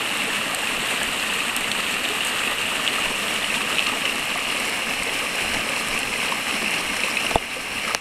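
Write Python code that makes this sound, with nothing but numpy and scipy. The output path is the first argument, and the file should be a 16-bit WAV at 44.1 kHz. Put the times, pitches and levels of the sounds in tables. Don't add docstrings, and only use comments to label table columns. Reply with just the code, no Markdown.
import sys
import numpy as np
from scipy import signal
from scipy.fft import rfft, irfft
from scipy.io import wavfile
from scipy.ndimage import uniform_filter1d

SR = 44100
rng = np.random.default_rng(int(sys.argv[2]) if len(sys.argv) > 2 else 0)


def volts(x):
    e = np.asarray(x, float) / 20
    return 10 ** e


def store_wav(level_fs):
    pcm = np.round(np.clip(np.atleast_2d(level_fs), -1, 1) * 32767)
    wavfile.write(sys.argv[1], SR, pcm.T.astype(np.int16))


N = 352837

# [t/s, level/dB]
FLOW = [(0, -25.5), (1.0, -25.5), (1.5, -25.5), (2.15, -26), (2.7, -25), (3.4, -25), (5.0, -25.5),
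        (5.45, -25), (6.4, -25.5), (7.25, -25)]
# [f/Hz, level/dB per Hz]
GURGLE_COLOUR = [(59, -49), (100, -13), (156, -7.5), (226, 1), (360, -6), (462, -2.5), (1020, -4.5),
                 (1200, 0.5), (1400, -2), (1500, 0.5), (1950, -28), (3300, -120)]
# [f/Hz, level/dB per Hz]
FACING_COLOUR = [(880, -41.5), (1500, -13), (1830, 0.5), (2180, -4.5), (2570, 2), (2810, 5), (3230, -5),
                 (4170, -9.5), (4920, -17), (5710, -21), (6740, -16), (8540, -9.5), (10700, -22.5),
                 (12000, -18), (15700, -41.5)]
# [f/Hz, level/dB per Hz]
TURNED_COLOUR = [(880, -46.5), (1500, 0.5), (1900, -8.5), (2120, -0.5), (2790, 0.5), (3600, -19),
                 (4170, -8), (4640, -21), (5070, -11.5), (5490, -11), (6480, -21.5), (9150, -15),
                 (10800, -18.5), (13000, -29), (15700, -33.5)]
# [t/s, share turned away/0-1]
TURN = [
    (0, 0.28),
    (1.2, 0.15),
    (2.5, 0.14),
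    (3.2, 0.37),
    (4, 0.4),
    (4.8, 0.64),
    (5.5, 0.68),
    (7.2, 0.75),
]
# [f/Hz, rms level/dB]
WHINE = [(7837.5, -59), (7897.4, -58.5), (15734.4, -77)]
# [f/Hz, level/dB per Hz]
RUMBLE_COLOUR = [(8.8, -39), (15, 5.5), (59, -6.5), (120, -3), (160, -56), (260, -120)]
# [t/s, peak level/dB]
GRIPS = [(0.78, -54), (1.05, -50), (3.08, -47), (4.97, -44), (5.46, -45), (5.56, -38), (5.93, -44),
         (6.1, -40), (6.91, -48), (7.345, -44), (7.75, -48)]
# [t/s, peak level/dB, f/Hz]
BIG_BUBBLES = [(0.1, -19, 860), (0.274, -20, 464), (0.532, -18, 755), (0.627, -20, 883), (1.011, -18, 875),
               (2.096, -18.5, 430), (3.57, -17, 980), (3.926, -17, 836), (4.037, -19, 560),
               (4.356, -15, 734), (5.065, -17, 464), (5.344, -21, 612), (5.564, -24, 630),
               (5.693, -21, 560), (5.892, -19, 584), (6.297, -19, 546), (6.32, -15, 960), (7.038, -21, 526),
               (7.563, -19.5, 520)]
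# [t/s, peak level/dB, f/Hz]
ROUND_BUBBLES = [(0.1351, -18, 1150), (0.411, -14.5, 1230), (0.4974, -16, 1230), (0.7446, -17, 1220),
                 (1.4164, -15, 1220), (1.7938, -12, 1300), (2.518, -14, 1190), (2.714, -17, 1280),
                 (2.7937, -13.5, 1210), (2.9811, -12, 1270), (3.606, -14, 1180), (3.701, -15, 1230),
                 (3.8691, -16, 1220), (3.8944, -13.5, 1230), (4.355, -15, 1200), (4.383, -16, 1190),
                 (5.2212, -15, 1260), (5.256, -18, 1170), (6.321, -11, 1075), (7.771, -21, 1210),
                 (7.876, -13, 1260), (7.905, -10, 1276)]
# [t/s, peak level/dB, f/Hz]
SMALL_BUBBLES = [(0.2184, -10, 2220), (0.3017, -11, 1800), (0.633, -14, 1680), (1.0156, -12, 1740),
                 (1.6432, -11, 2060), (4.375, -13, 2080), (5.023, -9.5, 2120), (5.0689, -14, 2190),
                 (5.0928, -12, 1980), (3.055, -13, 1810), (5.5677, -10, 2230), (6.128, -12, 2170),
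                 (6.1584, -9, 2160), (6.5041, -14, 2130), (6.8543, -11, 2250), (6.997, -12, 2240),
                 (7.1686, -7, 2280)]
# [t/s, peak level/dB, f/Hz]
TINY_BUBBLES = [(0.2026, -13, 2810), (0.413, -13, 2790), (0.6708, -5, 2570), (1.2246, -10.5, 2750),
                (1.4032, -5, 2540), (2.2049, -9, 2840), (2.4743, -10, 2590), (2.8639, -8, 2710),
                (3.02, -8.5, 2460), (3.443, -10, 2970), (3.4995, -7, 2650), (3.5406, -2.5, 2490),
                (3.615, -5.5, 2600), (2.881, -7, 2950), (7.346, -15, 2530), (3.3263, -16, 2660),
                (4.0528, -7, 3040), (4.0917, -8, 2800), (4.5002, -11, 2880), (5.9748, -7, 2670),
                (6.0302, -9, 2780), (6.1363, -6, 2560), (6.508, -9, 2840), (6.54, -5, 2860),
                (6.659, -5.5, 2630), (6.758, -12, 2530), (7.0342, -2, 2630), (7.1696, -3.5, 2550),
                (7.2644, -6, 2860), (7.3805, -7, 2850)]
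# [t/s, peak level/dB, f/Hz]
DROPLETS = [(1.1962, -18, 4160), (1.715, -15, 4300), (2.929, -21, 4300), (3.2809, -17, 3430),
            (3.3583, -15, 3740), (3.4246, -16, 3420), (3.7544, -24, 4100), (3.8677, -14, 4180),
            (5.0744, -20, 3880), (5.5453, -21, 4070), (5.7618, -19, 4180), (6.32, -15, 3870),
            (6.7395, -19, 4100), (7.0032, -20, 5460), (7.037, -17, 4000), (7.101, -21, 5240),
            (7.1686, -17, 4130), (7.2634, -24, 5570), (7.879, -21, 5160)]
# [t/s, peak level/dB]
SPRAY = [(0.1715, -24), (0.5465, -15), (0.9093, -26), (1.031, -21), (1.1757, -31), (1.3356, -25),
         (1.564, -15), (1.6075, -23), (1.715, -24), (1.944, -25), (2.0872, -26), (2.2485, -20), (2.27, -20),
         (3.3397, -25), (4.1565, -28), (4.5989, -22), (4.696, -26), (5.033, -21), (5.3552, -23),
         (5.694, -26), (5.884, -23), (5.9893, -20), (6.4797, -27), (6.6272, -24), (6.7082, -21),
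         (7.3544, -24)]
# [t/s, peak level/dB, f/Hz]
MIST = [(0.1012, -32, 11700), (0.2384, -29, 11700), (1.0301, -32, 11400), (1.5628, -21, 11000),
        (2.2488, -25, 11700), (2.5117, -25, 11700), (2.9302, -28, 11400), (3.3417, -25, 10900),
        (4.2532, -27, 11800), (4.377, -25, 11300), (4.695, -23, 10600), (5.694, -29, 11200),
        (7.2509, -27, 10600), (7.3552, -30, 10800)]
# [t/s, peak level/dB, f/Hz]
SLAPS = [
    (1.7152, -7.5, 3630),
    (2.0522, -10, 3680),
    (2.088, -8, 3720),
    (2.8762, -5.5, 3420),
    (3.7835, -5, 2770),
    (3.7922, -5, 3300),
    (3.8245, -14, 3000),
    (3.8677, -14, 3500),
]
# [t/s, thud level/dB, body level/dB, crack level/dB, gain duck/dB]
KNOCKS = [
    (7.311, -28, -16.5, -6, 1),
    (7.3561, -1, -3, -20, 6.5),
    (7.9481, -34, -16, 8.5, 9),
]
# [f/Hz, level/dB, time to fall 60 dB/s]
CASING_MODES = [(172, -15.5, 0.06), (302, -8.5, 0.031), (464, -8.5, 0.067), (676, -1.5, 0.049),
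                (860, 1, 0.025), (1280, -16, 0.024), (1890, -10, 0.011), (3500, 1, 0.017)]
# [f/Hz, level/dB, time to fall 60 dB/s]
CRACK_MODES = [(1180, 0, 0.009), (1800, 4, 0.0063), (2770, 6, 0.0054), (4300, 4, 0.0045), (5800, 9, 0.0025),
               (9000, 3.5, 0.002), (11800, -1, 0.002)]


def rms_one(x):
    return x / np.sqrt(np.mean(x ** 2) + 1e-20)


def in_time(rows):
    s, value = np.transpose(rows)
    return np.interp(np.arange(N) / SR, s, value)


def drift(rate):
    r = np.exp(-40 * np.pi * rate / SR)
    coarse = rng.standard_normal(N // 20 + 4002)
    slow = signal.lfilter([1], [1, -2 * r, r * r], coarse)[4000:]
    return np.interp(np.arange(N) / 20, np.arange(len(slow)), rms_one(slow))


def impulse(spectrum):
    hz, db = np.transpose(spectrum)
    grid = np.maximum(np.arange(4097) * SR / 8192, 1)
    fine = np.linspace(0, np.log(SR / 2), 1000)
    rounded_db = uniform_filter1d(np.interp(fine, np.log(hz), db), size=9)
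    cepstrum = irfft(np.log(volts(np.interp(np.log(grid), fine, rounded_db))))
    cepstrum[1:4096] *= 2
    cepstrum[4097:] = 0
    return rms_one(irfft(np.exp(rfft(cepstrum)))[:4096]) / 64


def colour(x, spectrum):
    return signal.oaconvolve(x, impulse(spectrum))[:N]


def ring(hits, hz, t60):
    r = volts(-60 / (t60 * SR))
    w = 2 * np.pi * hz / SR
    return signal.lfilter([0, np.sin(w)], [1, -2 * r * np.cos(w), r * r], hits + 1e-18)


def clicks(per_s, spread_db, surge):
    size_db = spread_db * np.minimum(rng.exponential(1, N), 4.5)
    sizes = volts(size_db) * rng.choice([-1, 1], N)
    return sizes * (rng.random(N) < per_s * surge / SR)


def water():
    surge = volts(2.2 * drift(8) + 2.2 * drift(30))
    swarm = 0
    for hz in np.geomspace(150, 15000, num=28):
        born = clicks(3.5 * np.sqrt(hz), 3.8, surge * volts(4.0 * drift(18)))
        swarm = swarm + rms_one(ring(born, hz, 15.2 / hz)) * np.sqrt(hz)
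    ticks = rms_one(clicks(2500, 2.1, volts(6.5 * drift(25))))
    ticks = signal.sosfilt(signal.butter(1, 2500, "high", fs=SR, output="sos"), ticks)
    rush = rng.standard_normal(N) * surge ** 0.026
    return rms_one(rush + volts(-2.5) * rms_one(swarm) + volts(-3.5) * ticks)


def splash(flow):
    gain_db = 20 * np.log10(np.abs(rfft(impulse((np.array(FACING_COLOUR) + TURNED_COLOUR) / 2))))

    def at_source(rows):
        return [(s, db - gain_db[round(hz / SR * 4096)], hz) for s, db, hz in rows]

    spray = [(s, db, 8230) for s, db in SPRAY]
    flow = flow + bubbles(at_source(DROPLETS), cycles=15.0, swell=6.6, rise=0.041, boost_db=-5, burst_db=-4.5)
    flow = flow + bubbles(at_source(spray), cycles=24.0, swell=4.0, rise=0.096, boost_db=-3, burst_db=6.5)
    flow = flow + bubbles(at_source(TINY_BUBBLES), cycles=28.0, swell=1.3, rise=0.028, boost_db=-8, burst_db=-4)
    flow = flow + bubbles(at_source(MIST), cycles=27.0, swell=3.9, rise=0.063, boost_db=-2, burst_db=0)
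    flow = flow + bubbles(at_source(SLAPS), cycles=6, swell=1.2, rise=0.1, boost_db=-2, burst_db=-5)
    turned = np.clip(in_time(TURN), 0, 1)
    return (1 - turned) * colour(flow, FACING_COLOUR) + turned * colour(flow, TURNED_COLOUR)


def whine():
    t = np.arange(N) / SR
    coil_db = -51.5 - 15 * in_time(TURN)
    tones = list(WHINE) + [(11719.3, coil_db)]
    return sum(volts(db) * np.sqrt(2) * np.sin(2 * np.pi * hz * t) for hz, db in tones)


def hand():
    t = np.arange(N) / SR
    half_length_s, tremor_db = 0.046, -50
    swells = sum(volts(db) * np.exp(-((t - s) / half_length_s) ** 2) for s, db in GRIPS)
    return (volts(tremor_db) + swells) * colour(rng.standard_normal(N), RUMBLE_COLOUR)


def bubbles(rows, cycles, swell, rise, boost_db, burst_db):
    out = np.zeros(N + 8192)
    puffs = rng.standard_normal((len(rows), 4096))
    chances = rng.random((len(rows), 2))
    for (s, peak_db, hz), chance, puff in zip(rows, chances, puffs):
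        turns = np.arange(4096) / SR * hz
        decay = np.exp(-np.log(1000) * turns / (2 * cycles))
        shape = (1 - np.exp(-turns / swell)) ** 2 * decay
        bend = rise * chance[0] * np.minimum(turns, cycles) ** 2 / cycles
        phase = turns * (1 - rise / 2) + bend
        band = signal.butter(2, [0.78 * hz, min(1.73 * hz, .45 * SR)], "band", fs=SR)
        burst = volts(burst_db) * rms_one(signal.lfilter(*band, puff))
        tone = np.sin(2 * np.pi * (phase + chance[1])) + burst
        at = round((s + .0004) * SR)
        out[at:at + 4096] += volts(peak_db + boost_db) * shape / shape.max() * tone
    return out[:N]


def knocks():
    out = np.zeros(N)
    for s, thud_db, body_db, crack_db, _ in KNOCKS:
        hit = np.zeros(N)
        hit[round(s * SR)] = 1
        soft = signal.lfilter([.04], [1, -1.6, .64], hit)
        push = signal.lfilter([.0009], [1, -1.94, .9409], np.roll(hit, -90))
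        out += volts(thud_db) * ring(push, 62, 0.012)
        for k, (hz, db, t60) in enumerate(CASING_MODES):
            out += (-1) ** k * volts(body_db + db) * ring(soft, hz, t60)
        for k, (hz, db, t60) in enumerate(CRACK_MODES):
            out -= (-1) ** k * volts(crack_db + db - 18.5) * ring(hit, hz, t60)
    return signal.sosfilt(signal.butter(6, 12000, fs=SR, output="sos"), out)


def ducking():
    t = np.arange(N) / SR
    attack_s, recovery_db_per_s = 0.01, 8
    loss_db = 0
    for s, *_, duck_db in KNOCKS:
        since = np.maximum(t - s - .002, 0)
        left_db = np.maximum(duck_db - recovery_db_per_s * since, 0)
        loss_db = loss_db + (1 - np.exp(-since / attack_s)) * left_db
    return volts(-loss_db)


def scene():
    flow = volts(in_time(FLOW)) * water()
    brook = volts(-5) * colour(flow, GURGLE_COLOUR) + splash(flow)
    low_bubbles = list(BIG_BUBBLES) + list(ROUND_BUBBLES) + list(SMALL_BUBBLES)
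    singles = bubbles(low_bubbles, cycles=17.7, swell=1.26, rise=0.065, boost_db=-8.0, burst_db=-24)
    ducked = ducking() * (brook + whine() + knocks())
    return (ducked + singles + hand())[None]


def roll_off(x):
    return signal.sosfilt(signal.butter(12, 15830, fs=SR, output="sos"), x)


def record(dry):
    clipped = np.clip(dry, -.99, .99)
    converter = signal.cheby2(12, 60, 16630, fs=SR, output="sos")
    mix = signal.sosfilt(converter, clipped)
    return roll_off(mix)


dry = scene()
out = record(dry)
store_wav(out)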